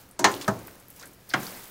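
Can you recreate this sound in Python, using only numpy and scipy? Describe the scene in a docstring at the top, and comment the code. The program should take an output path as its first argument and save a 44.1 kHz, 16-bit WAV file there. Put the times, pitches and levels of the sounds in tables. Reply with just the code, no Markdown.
"""In a kitchen, a plastic spoon stirs pasta in cream sauce in a metal skillet on a gas stove.
It knocks the pan four times: shaped noise makes the crack and the kitchen's answer, and decaying
sine waves make the ring of pan and stove top. Bands of noise make the spoon's low scrapes, the
smacks of sauce and the rubbing pasta. Clicks through resonators squelch, and a flickering bright
hiss is the sizzle. Steady noise and three faint tones lie underneath."""
import sys
import numpy as np
from scipy import signal
from scipy.fft import rfft, irfft
from scipy.io import wavfile

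SR = 44100
rng = np.random.default_rng(int(sys.argv[2]) if len(sys.argv) > 2 else 0)


def put_to_file(sound):
    """Save the sound as 16-bit audio at rate SR, in the file named by the first command-line argument."""
    columns = np.atleast_2d(sound).T  # one column per channel
    safe = np.clip(columns, -1, 1)
    whole_steps = np.round(safe * 32767)
    wavfile.write(sys.argv[1], SR, whole_steps.astype(np.int16))


N = 74970
T = np.arange(N) / SR  # time [s]

# Centres of the eight pitch registers a knock can drive: pitch_hz [Hz]
REGISTERS_HZ = (110, 200, 400, 900, 1650, 2800, 6300, 12000)
# Spoon on pan: start_s [s], build_up_s [s], ring_length [factor], crack_db [dB],
# then the drive of each register, low to high [dB per octave]
KNOCKS = [ (0.1917, 0.00084, 1.51, 3.5, -53, -34, -33, -31, -38, -42, -27, -37),
          (0.2420, 0.0015, 1.014, 0.5, -26, -30.5, -22.5, -12.5, -11, -15, -13, -32.5),
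          (0.4785, 0.0013, 0.75, -3, -21.5, -26.5, -27, -15.5, -23.5, -37, -25.5, -33.5),
          (1.3371, 0.00033, 0.89, 3.5, -42, -23, -30.5, -21, -18, -23, -29, -45.5)]
# Ways the skillet rings: pitch_hz [Hz], t60_s (time to fall 60 dB, before ring_length) [s],
# then level_db under each of the four knocks [dB]
SKILLET_MODES = [ (547, .22, -51, -28, -48, -39), (646, .22, -34, -25, -22, -42),
                 (735, .14, -42, -24, -30, -27), (800, .16, -45, -22, -40, -36),
                 (860, .17, -50, -18, -37, -48), (940, .18, -31, -25, -33, -36),
                 (1033, .18, -39, -16, -39, -36), (1089, .13, -56, -30, -40, -24),
                 (1234, .13, -50, -34, -33, -27), (1275, .12, -57, -26, -20, -36),
                 (1420, .12, -50, -48, -36, -22), (1521, .09, -43, -31, -26, -24),
                 (1610, .09, -40, -23, -23, -23), (1725, .13, -50, -20, -32, -38),
                 (1812, .13, -51, -16, -33, -35), (1911, .11, -60, -21, -51, -43),
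                 (2148, .09, -45, -20, -47, -23), (3195, .1, -55, -34, -57, -31),
                 (4150, .12, -56, -29, -57, -44), (5954, .14, -43, -26, -47, -60),
                 (6648, .14, -41, -25, -45, -55), (7251, .15, -50, -33, -49, -55)]
# Ways the stove top and grate ring: same columns; all levels are raised by STOVE_DB
STOVE_MODES = [(112.4, 0.39, -46, -43, -32, -44), (137.7, 0.35, -43, -58, -40, -34),
               (197.2, 0.16, -40.5, -28, -21, -30), (281.2, 0.63, -34, -45, -48, -43.5),
               (303, 0.46, -37, -37.5, -45.5, -40), (354, 0.47, -32, -27, -44, -38),
               (401, 0.32, -35.5, -25.5, -29.5, -42.5)]
SKILLET_DB, STOVE_DB = 0, 0.5
BUILD_CYCLES = 2.9  # a mode needs a few cycles to reach full swing

# Fading of the crowd of weak modes: pitch_hz [Hz], t60_s (before ring_length) [s]
DENSE_T60 = [(100, 0.13), (300, 0.34), (900, 0.23), (2000, 0.14), (5000, 0.086), (8000, 0.088),
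             (13000, 0.034)]
DENSE_DB, DENSE_ABOVE_HZ = -6, 320  # weak modes thin out toward the bass
CRACK_ABOVE_HZ, CRACK_T60_S = 3200, 0.045  # the first moment of contact

# Strength of the kitchen's reverberation: pitch_hz [Hz], level_db [dB]
KITCHEN_DB = [(100, -14.5), (300, -12.5), (900, -23.5), (2500, -23), (7000, -22.5), (13000, -37)]
# Fading of the kitchen's reverberation: pitch_hz [Hz], t60_s [s]
KITCHEN_T60 = [(100, 0.57), (400, 0.76), (1500, 0.41), (6000, 0.4), (13000, 0.17)]
KITCHEN_BUILD_S = 0.011

# Spoon dragging over the pan floor: middle_s [s], half_length_s [s], level_db [dB], pitch_hz [Hz]
DRAGS = [(0.067, 0.094, -62.5, 214), (0.64, 0.054, -53.5, 410), (1.093, 0.072, -57.5, 290)]
DRAG_WIDTH_OCTAVES = 0.4

# Sauce films snapping between noodles: start_s [s], level_db (before SMACK_TRIM_DB) [dB],
# pitch_hz [Hz], width [octaves], t60_s [s]
SMACKS = [(.0897, -49, 12000, 0.64, 0.0097), (0.1117, -43.5, 9800, 0.28, 0.012),
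          (0.3155, -35.5, 8000, 0.36, 0.053), (0.3406, -28.5, 4320, 0.96, 0.0086),
          (0.348, -39, 11000, .6, 0.026), (0.365, -39, 3160, 0.21, 0.016), (.412, -33, 3900, 1.0, 0.098),
          (0.42, -38, 7060, 1, 0.075), (0.445, -37.5, 3370, 0.85, 0.026), (0.591, -45.5, 7000, 0.47, 0.017),
          (.6712, -37.5, 13100, 0.53, 0.027), (.680, -40.5, 1450, 0.67, 0.032),
          (0.799, -47, 10800, .5, 0.028), (0.8837, -41, 13100, 0.27, 0.005),
          (0.9025, -39.5, 11500, 0.42, 0.019), (0.962, -45, 11000, 1, .04),
          (.9966, -41.5, 5970, 0.5, 0.044), (1.011, -46, 5000, 1.0, .04), (1.0268, -42, 5160, .9, .03),
          (1.033, -39, 1580, 0.26, 0.034), (1.056, -40, 9300, 0.4, 0.025), (1.073, -46, 11500, 0.39, .035),
          (1.1344, -48, 12400, 0.73, .03), (1.2912, -39, 12040, 1, 0.058), (1.297, -42, 4700, 0.27, 0.16),
          (1.3046, -37, 4570, 0.48, 0.02), (1.313, -41.5, 1880, .6, 0.048),
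          (1.432, -38.5, 5930, 0.22, 0.018), (1.4672, -32, 5100, 0.2, 0.016),
          (1.549, -45, 4840, 0.14, 0.021)]
SMACK_TRIM_DB, SMACK_RISE_S = -3.5, 0.00043
SNAP_DB, SNAP_T60_S = 1, 0.003  # the film breaks
SMACK_ROOM_DB, SMACK_ROOM_T60_S = -14.5, 0.24

# Loudness of pasta sliding ahead of the spoon: time_s [s], level_db [dB]
PUSH = [(0, -50), (.07, -57), (.17, -58.5), (.4, -44), (.66, -50.5), (.86, -57), (.95, -57.5),
        (1.03, -46.5), (1.12, -57.5), (1.26, -58.5), (1.34, -45.5), (1.43, -39.5), (1.54, -43.5),
        (1.7, -50.5)]
# Tone of the pasta: pitch_hz [Hz], relative level_db [dB per octave]
PASTA_COLOUR = [(100, -14), (300, -0.5), (700, 1), (1400, 3), (2200, 0.5), (3000, -7), (5000, 0),
                (9000, -9), (15000, -34)]
SQUELCH_PER_S, SQUELCH_SPREAD_DB = 700, 2
SQUELCH_CYCLES = 18.4  # cycles to fall 60 dB
SQUELCH_DB, SLIDE_DB = -8, -5

# Loudness of sauce on hot metal: time_s [s], level_db [dB]
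SIZZLE_LEVEL = [(0, -50.5), (.06, -59), (.18, -71), (.29, -43.5), (.38, -48), (.55, -51.5), (.7, -52.5),
                (.86, -59.5), (.99, -51.5), (1.08, -56), (1.17, -61), (1.28, -57.5), (1.36, -48.5),
                (1.43, -39.5), (1.55, -43), (1.7, -47.5)]
# Tone of the sizzle: pitch_hz [Hz], relative level_db [dB per octave]
SIZZLE_COLOUR = [(1000, -25), (2500, -10), (5000, -10), (8000, -5.5), (11000, -3), (13800, 0.5), (16000, 1)]
SIZZLE_FLICKER_DB, SIZZLE_FLICKER_HZ = -2, 500
SIZZLE_SPITS_PER_S, SIZZLE_SPIT_DB, SIZZLE_SPIT_S = 150, -10.5, 0.0006

# Room and burner noise: pitch_hz [Hz], level_db [dB per octave]
FLOOR = [(25, -78), (50, -66.5), (110, -65.5), (250, -67), (500, -63), (1200, -75), (3000, -70.5),
         (8000, -71), (15000, -91)]
# Hum of kitchen appliances: pitch_hz [Hz], level_db [dB]
HUM = [(119, -66), (187, -68.5), (280, -72)]

EDGES_HZ = 22 * 2 ** (np.arange(30) / 3)  # third-octave band edges
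CUTOFF_HZ = 15700


def from_db(db):
    """Turn decibels into gain."""
    return 10 ** (np.asarray(db) / 20)


def rms_one(x):
    """Scale to an average power of one."""
    return x / np.sqrt(np.mean(x ** 2) + 1e-20)


def at_hz(points, hz):
    """Read a table at a pitch, with pitch on a logarithmic axis."""
    table_hz, values = np.transpose(points)
    return np.interp(np.log(hz), np.log(table_hz), values)


def gain_in_time(points):
    """Read a loudness curve as a gain over the whole scene."""
    return from_db(np.interp(T, *np.transpose(points)))


def dying(age, rise_s, t60):
    """A straight rise, then an exponential decay that falls 60 dB in t60 seconds."""
    rise = np.clip(age / max(rise_s, 1e-5), 0, 1)
    return rise * np.exp(-np.log(1000) * np.maximum(age - rise_s, 0) / t60)


def fft_hz(size):
    """Pitches of the spectrum bins, kept above zero for the logarithms."""
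    return np.maximum(np.arange(size // 2 + 1) * SR / size, 10)


def shaped_noise(shape, size):
    """White noise with its spectrum multiplied by a shape."""
    return irfft(rfft(rng.standard_normal(size)) * shape, size)


def coloured(spectrum):
    """Steady noise with a given level per octave."""
    hz = fft_hz(N)
    white_to_octaves = np.sqrt(SR / 2 / np.log(2) / hz)
    return shaped_noise(from_db(at_hz(spectrum, hz)) * white_to_octaves, N)


def evened(x):
    """Smooth out the chance swells of a narrow noise."""
    swell = np.abs(signal.hilbert(x))
    return x / (swell + .3 * swell.mean())


def noise_bands():
    """Even third-octave noises as (centre Hz, signal), with unit power per octave."""
    bands = []
    for lo, hi in zip(EDGES_HZ, EDGES_HZ[1:]):
        band = signal.butter(2, [lo, hi], "band", fs=SR, output="sos")
        # a quarter second of run-in lets the filter settle
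        noise = signal.sosfilt(band, rng.standard_normal(N + SR // 4))[-N:]
        bands.append((np.sqrt(lo * hi), rms_one(evened(noise)) / np.sqrt(3)))
    return bands


def knocks():
    """Each knock cracks, sets a crowd of weak modes going, and dies away in the kitchen."""
    out, near, far = np.zeros(N), noise_bands(), noise_bands()
    for start_s, rise_s, length, crack_db, *drive_db in KNOCKS:
        i = int(start_s * SR)
        age = T[:N - i]
        drive = list(zip(REGISTERS_HZ, drive_db))
        for (hz, direct), (_, diffuse) in zip(near, far):
            rise = max(rise_s, 1 / hz)
            thinning = hz / np.hypot(hz, DENSE_ABOVE_HZ)
            body = from_db(DENSE_DB) * thinning * dying(age, rise, at_hz(DENSE_T60, hz) * length)
            crack = from_db(crack_db) * dying(age, rise, CRACK_T60_S) * hz / (hz + CRACK_ABOVE_HZ)
            room_decay = dying(age, KITCHEN_BUILD_S, at_hz(KITCHEN_T60, hz))
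            room = from_db(at_hz(KITCHEN_DB, hz)) * room_decay
            radiated = np.clip((hz / 110) ** 4, .09, 1)  # the lowest bass comes out weakly
            sound = np.hypot(body, crack) * direct[i:] + room * diffuse[i:]
            out[i:] += radiated * from_db(at_hz(drive, hz)) * sound
    return out


def ringing(modes, level_db):
    """A body's modes are fading sines, each driven more or less by where the spoon lands."""
    out = np.zeros(N)
    for k, (start_s, rise_s, length, *_) in enumerate(KNOCKS):
        i = int(start_s * SR)
        age = T[:N - i]
        for hz, t60, *struck_db in modes:
            envelope = dying(age, max(rise_s, BUILD_CYCLES / hz), t60 * length)
            tone = np.sin(2 * np.pi * (hz * age + rng.random()))
            out[i:] += from_db(level_db + struck_db[k]) * envelope * tone
    return out


def drags():
    """The spoon rubs along the bottom and the pan answers with a low, soft scrape."""
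    out, hz = np.zeros(N), fft_hz(N)
    for middle_s, half_s, db, centre_hz in DRAGS:
        shape = 1 / (1 + (np.log2(hz / centre_hz) / DRAG_WIDTH_OCTAVES) ** 2)
        stroke = np.exp(-((T - middle_s) / half_s) ** 2)
        out += from_db(db) * stroke * rms_one(shaped_noise(shape, N))
    return out


def smacks():
    """Each film breaks with a tiny snap and a short wet burst round one pitch, with a faint room tail."""
    out, size = np.zeros(N + SR), SR // 4
    age, hz = T[:size], fft_hz(size)
    snap = from_db(SNAP_DB) * dying(age, SMACK_RISE_S, SNAP_T60_S)
    room = from_db(SMACK_ROOM_DB) * dying(age, KITCHEN_BUILD_S / 2, SMACK_ROOM_T60_S)
    for start_s, db, centre_hz, width, t60 in SMACKS:
        hump = (1 + .5 * (np.log2(hz / centre_hz) / width) ** 2) ** -2
        shape = hump * np.sqrt(centre_hz / (hz + centre_hz))
        burst = rms_one(evened(shaped_noise(shape, size)))
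        envelope = snap + dying(age, SMACK_RISE_S, t60) + room
        i = int(start_s * SR)
        out[i:i + size] += from_db(db + SMACK_TRIM_DB) * burst * envelope
    return out[:N]


def pasta():
    """Sliding noodles rub softly and squeeze out tiny air pockets that ring a few cycles."""
    sizes = from_db(SQUELCH_SPREAD_DB * np.minimum(rng.exponential(1, N), 4)) * rng.choice([-1, 1], N)
    clicks = sizes * (rng.random(N) < SQUELCH_PER_S / SR)
    pitches = np.geomspace(500, 9000, 24)
    dealt = rng.integers(0, len(pitches), N)  # each click goes to one pitch
    pockets = np.zeros(N)
    for k, hz in enumerate(pitches):
        r = np.exp(-np.log(1000) * hz / (SQUELCH_CYCLES * SR))  # loss per sample
        w = 2 * np.pi * hz / SR
        resonator = [1, -2 * r * np.cos(w), r * r]
        rung = signal.lfilter([1, 0, -1], resonator, clicks * (dealt == k) + 1e-18)
        pockets += from_db(at_hz(PASTA_COLOUR, hz)) * rms_one(rung)
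    highpass = signal.butter(2, 100, "high", fs=SR, output="sos")
    rub = signal.sosfilt(highpass, coloured(PASTA_COLOUR))
    mix = from_db(SQUELCH_DB) * rms_one(pockets) + from_db(SLIDE_DB) * rms_one(rub)
    return gain_in_time(PUSH) * mix


def sizzle():
    """A fine, bright frying hiss that flickers and spits as bubbles burst."""
    lowpass = signal.butter(1, SIZZLE_FLICKER_HZ, fs=SR, output="sos")
    flicker = rms_one(signal.sosfilt(lowpass, rng.standard_normal(N)))
    bursts = (rng.random(N) < SIZZLE_SPITS_PER_S / SR) * np.minimum(rng.exponential(1, N), 3)
    fade = np.exp(-1 / (SIZZLE_SPIT_S * SR))
    spits = rms_one(signal.lfilter([1], [1, -fade], bursts + 1e-18))
    swell = from_db(SIZZLE_FLICKER_DB * flicker) + from_db(SIZZLE_SPIT_DB) * spits
    return gain_in_time(SIZZLE_LEVEL) * rms_one(coloured(SIZZLE_COLOUR) * swell)


def background():
    """Burner and room noise is steady, with a faint appliance hum of pure tones."""
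    out = coloured(FLOOR)
    for hz, db in HUM:
        out += from_db(db) * np.sqrt(2) * np.sin(2 * np.pi * (hz * T + rng.random()))
    return out


def scene():
    """Everything as heard from just above the pan, in one channel."""
    pan = knocks() + ringing(SKILLET_MODES, SKILLET_DB) + ringing(STOVE_MODES, STOVE_DB) + drags()
    return (pan + smacks() + pasta() + sizzle() + background())[None]


def record(dry):
    """The highest peaks are rounded and the top of the treble is cut."""
    rounded = 1.5 * np.tanh(dry / 1.5)
    return signal.sosfilt(signal.cheby1(14, .2, CUTOFF_HZ, fs=SR, output="sos"), rounded)


dry = scene()
out = record(dry)
put_to_file(out)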